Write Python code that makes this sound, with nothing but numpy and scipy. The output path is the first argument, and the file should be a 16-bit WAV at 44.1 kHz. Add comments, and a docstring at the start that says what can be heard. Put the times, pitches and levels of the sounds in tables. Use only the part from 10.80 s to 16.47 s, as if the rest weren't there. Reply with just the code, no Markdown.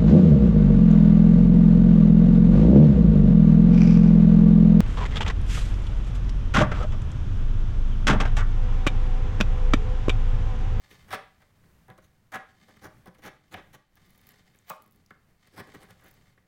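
"""A sharp hand chisel scoops curled shavings out of a clamped wooden board.
Each push is a run of tiny fibre fractures, impulses that crackle in the air and excite the damped
modes of board and bench. Chips snap off, dry curls tick and crinkle, and one bundle rips free.
A small workshop reverberates over a low background rumble."""
import sys
import numpy as np
from scipy import signal
from scipy.fft import rfft, irfft
from scipy.io import wavfile

SR = 44100
rng = np.random.default_rng(int(sys.argv[2]) if len(sys.argv) > 2 else 0)


def generate_wav(sig):
    """Save sig (samples, or channels by samples) to the path in sys.argv[1] as 16-bit PCM at SR."""
    pcm = np.round(np.clip(np.atleast_2d(sig).T, -1, 1) * 32767).astype(np.int16)
    wavfile.write(sys.argv[1], SR, pcm)


N = 250047
TIME = np.arange(N) / SR
SPLINTER_T60_S = 0.004

# low modes of bench and vice: (frequency [Hz], level [dB], T60 [s])
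BENCH_MODES = [(93, 3, 0.036), (137.7, -1.5, 0.072), (176.7, -3, 0.14), (214.5, 0.5, 0.099),
               (307.5, -3, 0.047), (407.6, -2, 0.061), (524.6, -3, 0.038)]
# spectrum of cracking fibres: (frequency [Hz], level [dB])
CRACKLE_SPECTRUM = [(800, -4), (2500, 3), (4000, 5.5), (5000, -0.5), (6400, 2), (7400, -6.5), (10000, 2.5),
                    (11500, -4), (13500, 1), (15700, -2)]


def undb(db):
    """The decibel law: level to amplitude ratio."""
    return np.exp(np.asarray(db) * (np.log(10) / 20))


def unit(x):
    """Normalisation to unit energy."""
    return x / np.sqrt(np.sum(x ** 2) + 1e-18)


def through(x, response):
    """Convolution of a sound with an impulse response."""
    return signal.fftconvolve(x, response)[:len(x)]


def add(track, start_s, sound):
    """Superposition of a delayed sound on a track."""
    i = max(int(start_s * SR), 0)
    track[i:i + len(sound)] += sound[:max(N - i, 0)]


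def colour(spectrum, size=4096):
    """Minimum-phase response for a spectrum of (frequency [Hz], level [dB]) points."""
    hz, db = np.transpose(spectrum)
    bins = np.maximum(np.arange(size // 2 + 1) * SR / size, 1)
    magnitude = undb(np.interp(np.log(bins), np.log(hz), db))
    cepstrum = irfft(np.log(magnitude))
    cepstrum[1:size // 2] *= 2
    cepstrum[size // 2 + 1:] = 0
    return unit(irfft(np.exp(rfft(cepstrum))))


def fade(t60, size):
    """Exponential decay, 60 dB down after t60 seconds."""
    return np.exp(-np.log(1000) * TIME[:size] / t60)


def spell(start, end, fade_s):
    """Envelope whose power rises linearly, holds and falls linearly."""
    return np.sqrt(np.clip(np.minimum(TIME - start, end - TIME) / fade_s, 0, 1))


def drift(points):
    """Slow random modulation, interpolated between Gaussian values."""
    return np.interp(TIME, np.linspace(0, TIME[-1], points), rng.standard_normal(points))


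def resonance(hz, q, size=512):
    """Impulse response of two resonators in cascade: a short pulse centred on one frequency."""
    b, a = signal.iirpeak(hz, q, SR)
    first_stage = signal.lfilter(b, a, signal.unit_impulse(size))
    return unit(signal.lfilter(b, a, first_stage))


def fractures(per_s, spread_db):
    """Fibres part as a Poisson process, a few much harder than the rest; rms 1."""
    chance, strength = rng.random(N), np.minimum(rng.exponential(size=N), 3)
    pulses = (chance < per_s / SR) * undb(spread_db * strength) * rng.choice([-1, 1], N)
    return pulses / np.std(pulses)


def ring(modes, count=1, place_db=0, size=6144):
    """Modal superposition: one response per contact point, mode weights scattered by place_db."""
    partials = np.array([undb(db) * unit(np.sin(2 * np.pi * hz * TIME[:size]) * fade(t60, size))
                         for hz, db, t60 in modes])
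    polarity = (-1) ** np.arange(len(modes))  # neighbouring modes swing in opposite directions
    weights = polarity * undb(place_db * rng.standard_normal((count, len(modes))))
    radiation = signal.butter(3, 95, "high", fs=SR, output="sos")  # small wood radiates no deep bass
    return [unit(row) for row in signal.sosfilt(radiation, weights @ partials)]


def board_rings(count, damped_db=1.0, damped_t60=0.057, size=6144):
    """Impulse responses of the board at count places: clear modes among many heavily damped ones."""
    # modes of the clamped board: (frequency [Hz], level [dB], T60 [s])
    board_modes = [ (418, -9, .12), (571, -9, .10), (633, -9, .13), (722, -3, .05), (760, 1, .05),
                   (874, -8, .10), (1001, -11, .13), (1086, -6, .06), (1139, -7, .11), (1206, -7, .11),
                   (1335, -14, .05), (1560, -11, .06), (1669, -3, .055), (1731, -4, .09), (1914, -5, .05),
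                   (2051, -9, .08), (2117, -8, .08), (2310, -11, .04), (2620, -14, .06), (2940, -9, .04),
                   (3140, -13, .05), (3420, -12, .025), (3670, -14, .04), (4180, -20, .04), ]
    # spectrum of the dense, damped modes: (frequency [Hz], level [dB])
    wood_spectrum = [(150, -37.5), (450, -1), (800, -4.5), (1300, 0.5), (2200, 0), (2800, -8.5),
                     (3500, -5.5), (4600, -12.5), (7000, -14), (16000, -43.5)]
    wood = colour(wood_spectrum, size=1024)
    damped = rng.standard_normal((count, size)) * fade(damped_t60, size)
    clear = ring(board_modes, count, place_db=2.5)
    return [unit(modes + undb(damped_db) * unit(through(dense, wood)))
            for modes, dense in zip(clear, damped)]


def paring():
    """Forced vibration: the creeping edge drives the wood with faint fractures as a thin curl rustles."""
    # slow cuts, and near 4 s a shift of the hand that shakes the bench: (start [s], end [s], board level [dB],
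    # bench level [dB])
    cuts = [ (0, 0.251, -61, -73), (.48, 0.716, -74, -72), (1.658, 2.034, -69.5, -66),
            (2.52, 2.726, -77.5, -70), (3.165, 3.635, -68.5, -68), (3.547, 3.903, -76, -81),
            (3.98, 4.225, -78, -60.5), (4.59, 5.54, -68, -70.5), ]
    # spectrum of the curl sliding up the blade: (frequency [Hz], level [dB])
    rustle_spectrum = [(1000, -22), (2500, -4.5), (4300, 5), (6000, -1), (8000, -1), (11000, -10),
                       (13000, -5), (15700, -9.5)]
    spells = np.array([spell(start, end, fade_s=0.084) for start, end, _, _ in cuts])
    _, _, board_db, bench_db = np.transpose(cuts)
    pressure = undb(-79.5) + undb(board_db) @ spells  # the edge never quite rests
    shaking = undb(bench_db) @ spells
    fits = undb(2.5 * drift(points=200))
    force = fractures(per_s=520, spread_db=7) * fits
    # so fine a cut rings mainly the higher modes of the board; only its slow part reaches the bench
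    fine = signal.lfilter(*signal.butter(1, 1300, "high", fs=SR), force * pressure)
    slow = signal.lfilter(*signal.butter(2, 270, fs=SR), force * shaking)
    body = through(fine, board_rings(count=1)[0]) + through(slow, ring(BENCH_MODES)[0])
    cracks = (0.35 * force + 0.78 * rng.standard_normal(N) * fits) * pressure
    return body + undb(-8.5) * through(cracks, colour(rustle_spectrum, size=512))


def background(level_db=-64, waver_db=3.4):
    """Amplitude-modulated noise: a low, gently wavering rumble with a faint hiss."""
    # spectrum of the rumble and hiss: (frequency [Hz], level [dB])
    rumble_spectrum = [(20, 3), (45, 0.5), (100, 2), (180, 0), (270, -10.5), (500, -14.5), (1000, -18.5),
                       (2000, -20.5), (3500, -28.5), (7000, -31), (12000, -32.5), (16000, -31)]
    noise = through(rng.standard_normal(N), colour(rumble_spectrum))
    return noise * undb(level_db - waver_db * drift(points=40))


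def workshop(build_s=0.018, size=32768):
    """Impulse response of a small room: a diffuse field builds, then each band decays at its own rate."""
    # reverberation times: (frequency [Hz], T60 [s])
    room_decay = [(150, 0.28), (1200, 0.39), (4000, 0.36), (6500, 0.33), (16000, 0.41)]
    # spectrum of the wall reflections: (frequency [Hz], level [dB])
    wall_spectrum = [(100, -12), (300, -3.5), (600, -3), (1100, -6), (2200, -5), (4000, -5.5), (6000, -9),
                     (11000, -12), (16000, -38)]
    noise = rfft(rng.standard_normal(size))
    bins = np.arange(size // 2 + 1) * SR / size
    hz, t60s = np.transpose(room_decay)
    bands = [irfft(noise * np.interp(bins, hz, share)) for share in np.eye(len(hz))]
    tail = sum(band * fade(t60, size) for band, t60 in zip(bands, t60s))
    onset = 1 - np.exp(-(TIME[:size] / build_s) ** 2)
    return unit(through(tail * onset, colour(wall_spectrum)))


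def scatter(force, places, rings):
    """Superposition of slips, each ringing the wood with the response of its own contact point."""
    return unit(sum(signal.fftconvolve(force * (places == k), answer) for k, answer in enumerate(rings)))


def shaving(cracks, curl_hz=6000, curl_db=-8):
    """Radiation of cracks from the shaving: a broad rasp and the resonance of its curl."""
    flutter = unit(rng.standard_normal(256) * fade(t60=0.0025, size=256))
    curl = through(through(cracks, flutter), resonance(curl_hz, q=1.8))
    return through(cracks, colour(CRACKLE_SPECTRUM, size=512)) + undb(curl_db) * curl


def strokes(stop_s=0.01):
    """Impulse-train excitation: each push is a run of slips that ring board and bench and crackle."""
    # (start [s], duration [s], board level [dB], bench level [dB], crackle level [dB], cutoff [Hz])
    pushes = [ (0.089, 0.059, -62.5, -59, -62.5, 4000), (0.27, 0.033, -52.5, -54, -64, 2500),
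              (.305, 0.049, -31, -43.5, -42, 4400), (0.598, 0.034, -59.5, -67.5, -71, 3020),
              (0.833, 0.0071, -62, -66, -83, 3020), (1.079, 0.038, -49.5, -46.5, -77, 1410),
              (1.175, .014, -52.5, -50, -64, 1400), (1.218, 0.047, -68, -65.5, -66, 3000),
              (1.518, 0.054, -32, -44, -47.5, 1930), (1.871, 0.037, -58.5, -59, -67, 1390),
              (2.013, 0.059, -44.5, -44.5, -53.5, 1670), (2.255, 0.03, -48.5, -44.5, -60.5, 1740),
              (2.34, .015, -59.5, -61, -64, 3000), (2.378, .02, -60, -55, -65.5, 2600),
              (2.42, .068, -42, -44.5, -51, 3250), (2.71, 0.034, -48.5, -47, -55, 4000),
              (2.735, 0.064, -47.5, -48.5, -69, 4000), (2.929, 0.028, -49.5, -51.5, -54.5, 3400),
              (3.159, 0.019, -59.5, -73, -67, 4000), (3.479, 0.044, -62.5, -67, -62.5, 5000),
              (4.666, 0.011, -63, -73, -62, 3400), (4.712, 0.048, -62, -56, -66, 3000),
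              (4.761, 0.053, -41.5, -40.5, -50.5, 2460), (4.864, 0.029, -55.5, -51, -65, 2200),
              (4.932, 0.027, -47.5, -44, -56.5, 2600), (5.001, 0.045, -54, -53.5, -60.5, 2620),
              (5.081, 0.036, -55.5, -54.5, -64, 2620), (5.194, 0.086, -58, -58, -69, 2900), ]
    out = np.zeros(N)
    slips = fractures(per_s=1900, spread_db=3.5)
    fine_fibres = fractures(per_s=700, spread_db=5)
    tearing = slips + 1.23 * fine_fibres + 0.5 * rng.standard_normal(N)
    board, bench = board_rings(count=4), ring(BENCH_MODES, count=2, place_db=2.0)
    places = rng.integers(0, len(board), N)
    for start, length, board_db, bench_db, crackle_db, cutoff_hz in pushes:
        span = slice(int(start * SR), int((start + length + 2 * stop_s) * SR))
        stages_s = [0, 0.64 * length, length, length + stop_s]  # the edge bites, peaks, eases, stops
        pressure = undb(np.interp(TIME[span] - start, stages_s, [-11.5, 0, -8, -26]))
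        effort = np.linalg.norm(pressure)
        force = slips[span] * pressure
        blunt = signal.butter(2, cutoff_hz, fs=SR)  # a slow, heavy slip holds less treble
        board_sound = signal.lfilter(*blunt, scatter(force, places[span], board))
        add(out, start, effort * undb(board_db) * unit(board_sound))
        add(out, start, effort * undb(bench_db) * scatter(force, places[span] % len(bench), bench))
        add(out, start, effort * undb(crackle_db) * unit(shaving(tearing[span] * pressure)))
    return out


def knocks(bench_limit_db=-41):
    """Impact excitation: a chip lets go or the blade lands, with one blow and a splintering crack."""
    # (time [s], board level [dB], centre frequency [Hz], crack level [dB])
    impacts = [ (.111, -53.5, 2880, -62), (.3305, -28, 950, -60), (1.082, -55.5, 950, -66),
               (1.102, -60, 920, -58.5), (1.179, -62, 1300, -64.5), (1.556, -39.5, 1630, -69),
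               (1.883, -56.5, 790, -75), (1.969, -59.5, 1640, -65), (2.259, -55.5, 900, -59),
               (2.742, -38.5, 2460, -53), (2.7448, -39, 650, -80), (3.748, -62, 2200, -68),
               (4.307, -45.5, 1380, -67), (4.672, -63, 2000, -70), (4.778, -51, 1290, -62),
               (5.087, -62, 1200, -72), (5.108, -63, 3160, -58), (5.577, -60, 1600, -82), ]
    out, rasp = np.zeros(N), colour(CRACKLE_SPECTRUM)
    splinters = rng.standard_normal((len(impacts), 512)) * fade(SPLINTER_T60_S, size=512)
    responses = zip(board_rings(len(impacts)), ring(BENCH_MODES, len(impacts)), splinters)
    for (start, board_db, hz, crack_db), (board, bench, splinter) in zip(impacts, responses):
        blow = resonance(hz, q=1.16)
        drive = undb(board_db + 2)
        shake = drive / (1 + drive / undb(bench_limit_db))  # saturation: the bench gives no further
        add(out, start, undb(board_db) * unit(through(board, blow)))
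        add(out, start, undb(board_db - 12) * blow)  # direct sound of the contact
        add(out, start, shake * undb(-2) * bench)
        add(out, start, undb(crack_db) * unit(through(splinter, rasp)))
    return out * np.sqrt(0.006 * SR)  # each level's energy is that of 6 ms


def curl_ticks():
    """Direct radiation: dry curls tick against the steel, too light to move the board; near 4.26 s the chisel
    gives one light tap."""
    # (time [s], level [dB], centre frequency [Hz])
    ticks = [ (.283, -71, 11000), (.297, -68, 11500), (3.155, -62, 15300), (3.359, -69, 15400),
             (3.470, -55, 14800), (3.490, -53, 13700), (3.788, -62.5, 7100), (3.9635, -66, 15000),
             (4.022, -54.5, 16500), (4.123, -64, 14700), (4.262, -63, 5160), (5.032, -60, 9700),
             (5.312, -59, 15200), (5.341, -64, 15000), ]
    out = np.zeros(N)
    for start, db, hz in ticks:
        crack = unit(rng.standard_normal(512) * fade(t60=0.012, size=512))
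        ping = unit(through(crack, resonance(hz, q=2.7)))
        add(out, start, undb(db) * (ping + undb(-2) * crack))
    return out * np.sqrt(0.0031 * SR)


def crinkle():
    """Crackling noise: squeezed curls emit faint random ticks, each a high ping with a broad rasp."""
    # squeezes of the bundle: (start [s], end [s], level [dB])
    squeezes = [(3.24, 3.57, -75), (3.72, 3.833, -77), (3.933, 4.19, -75.5), (5.17, 5.35, -73)]
    pressure = sum(undb(db) * spell(start, end, fade_s=0.05) for start, end, db in squeezes)
    splinter = unit(rng.standard_normal(512) * fade(SPLINTER_T60_S, size=512))
    cracks = through(fractures(per_s=160, spread_db=5.5) * pressure, splinter)
    return through(cracks, resonance(hz=14400, q=1.5)) + undb(-4) * cracks


def snap(rip_s=3.897, burst_s=0.0049, rise_db_per_s=647, fall_db_per_s=392):
    """Release of strain: the levered bundle rips free with a bright crack and a hollow pop."""
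    # jerks as it breaks free: (time [s], level [dB])
    jerks = [(3.9022, -35.5), (3.907, -34.5), (3.915, -36.5), (3.936, -45.5)]
    # hollow modes of the chip: (frequency [Hz], level [dB], T60 [s])
    chip_modes = [(173, -12.5, .08), (536, -7.5, 0.069), (639, -12, 0.11), (740, -3, 0.12),
                  (921, -2.5, 0.06), (1086, -1, 0.067), (1200, -1.5, 0.058), (1400, -6, 0.025),
                  (1720, -15, 0.016), (2110, -22, 0.024), (2500, -25, 0.075)]
    # spectrum of the last fibres ripping: (frequency [Hz], level [dB])
    rip_spectrum = [(1200, -20), (2500, -4), (3500, -11), (5000, -8), (11000, -9), (13000, -3), (15500, 2)]
    pops = np.zeros(N)
    for (start, db), chip in zip(jerks, ring(chip_modes, len(jerks), place_db=6.5)):
        add(pops, start, undb(db) * chip)
    t = TIME - rip_s
    strain = undb(-48.5 - np.maximum(-t * rise_db_per_s, t * fall_db_per_s))
    burst = undb(-35) * (t > 0) * (t < burst_s)
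    rip = through(rng.standard_normal(N) * (strain + burst), colour(rip_spectrum, size=256))
    creak = through(fractures(per_s=1700, spread_db=3.0) * strain, board_rings(count=1)[0])
    return pops * np.sqrt(0.0074 * SR) + undb(1.5) * creak + rip


def scene():
    """Superposition of the direct sound, the reverberant field and the background."""
    direct = strokes() + knocks() + snap() + paring() + curl_ticks() + crinkle()
    reverberation = through(direct, workshop())
    return (direct + undb(-14.5) * reverberation + background())[None]


def record(dry):
    """Band limiting: a steep elliptic low-pass removes the treble above 16.1 kHz."""
    return signal.sosfilt(signal.ellip(10, 0.2, 70, 16100, fs=SR, output="sos"), dry)


dry = scene()
out = record(dry)
generate_wav(out)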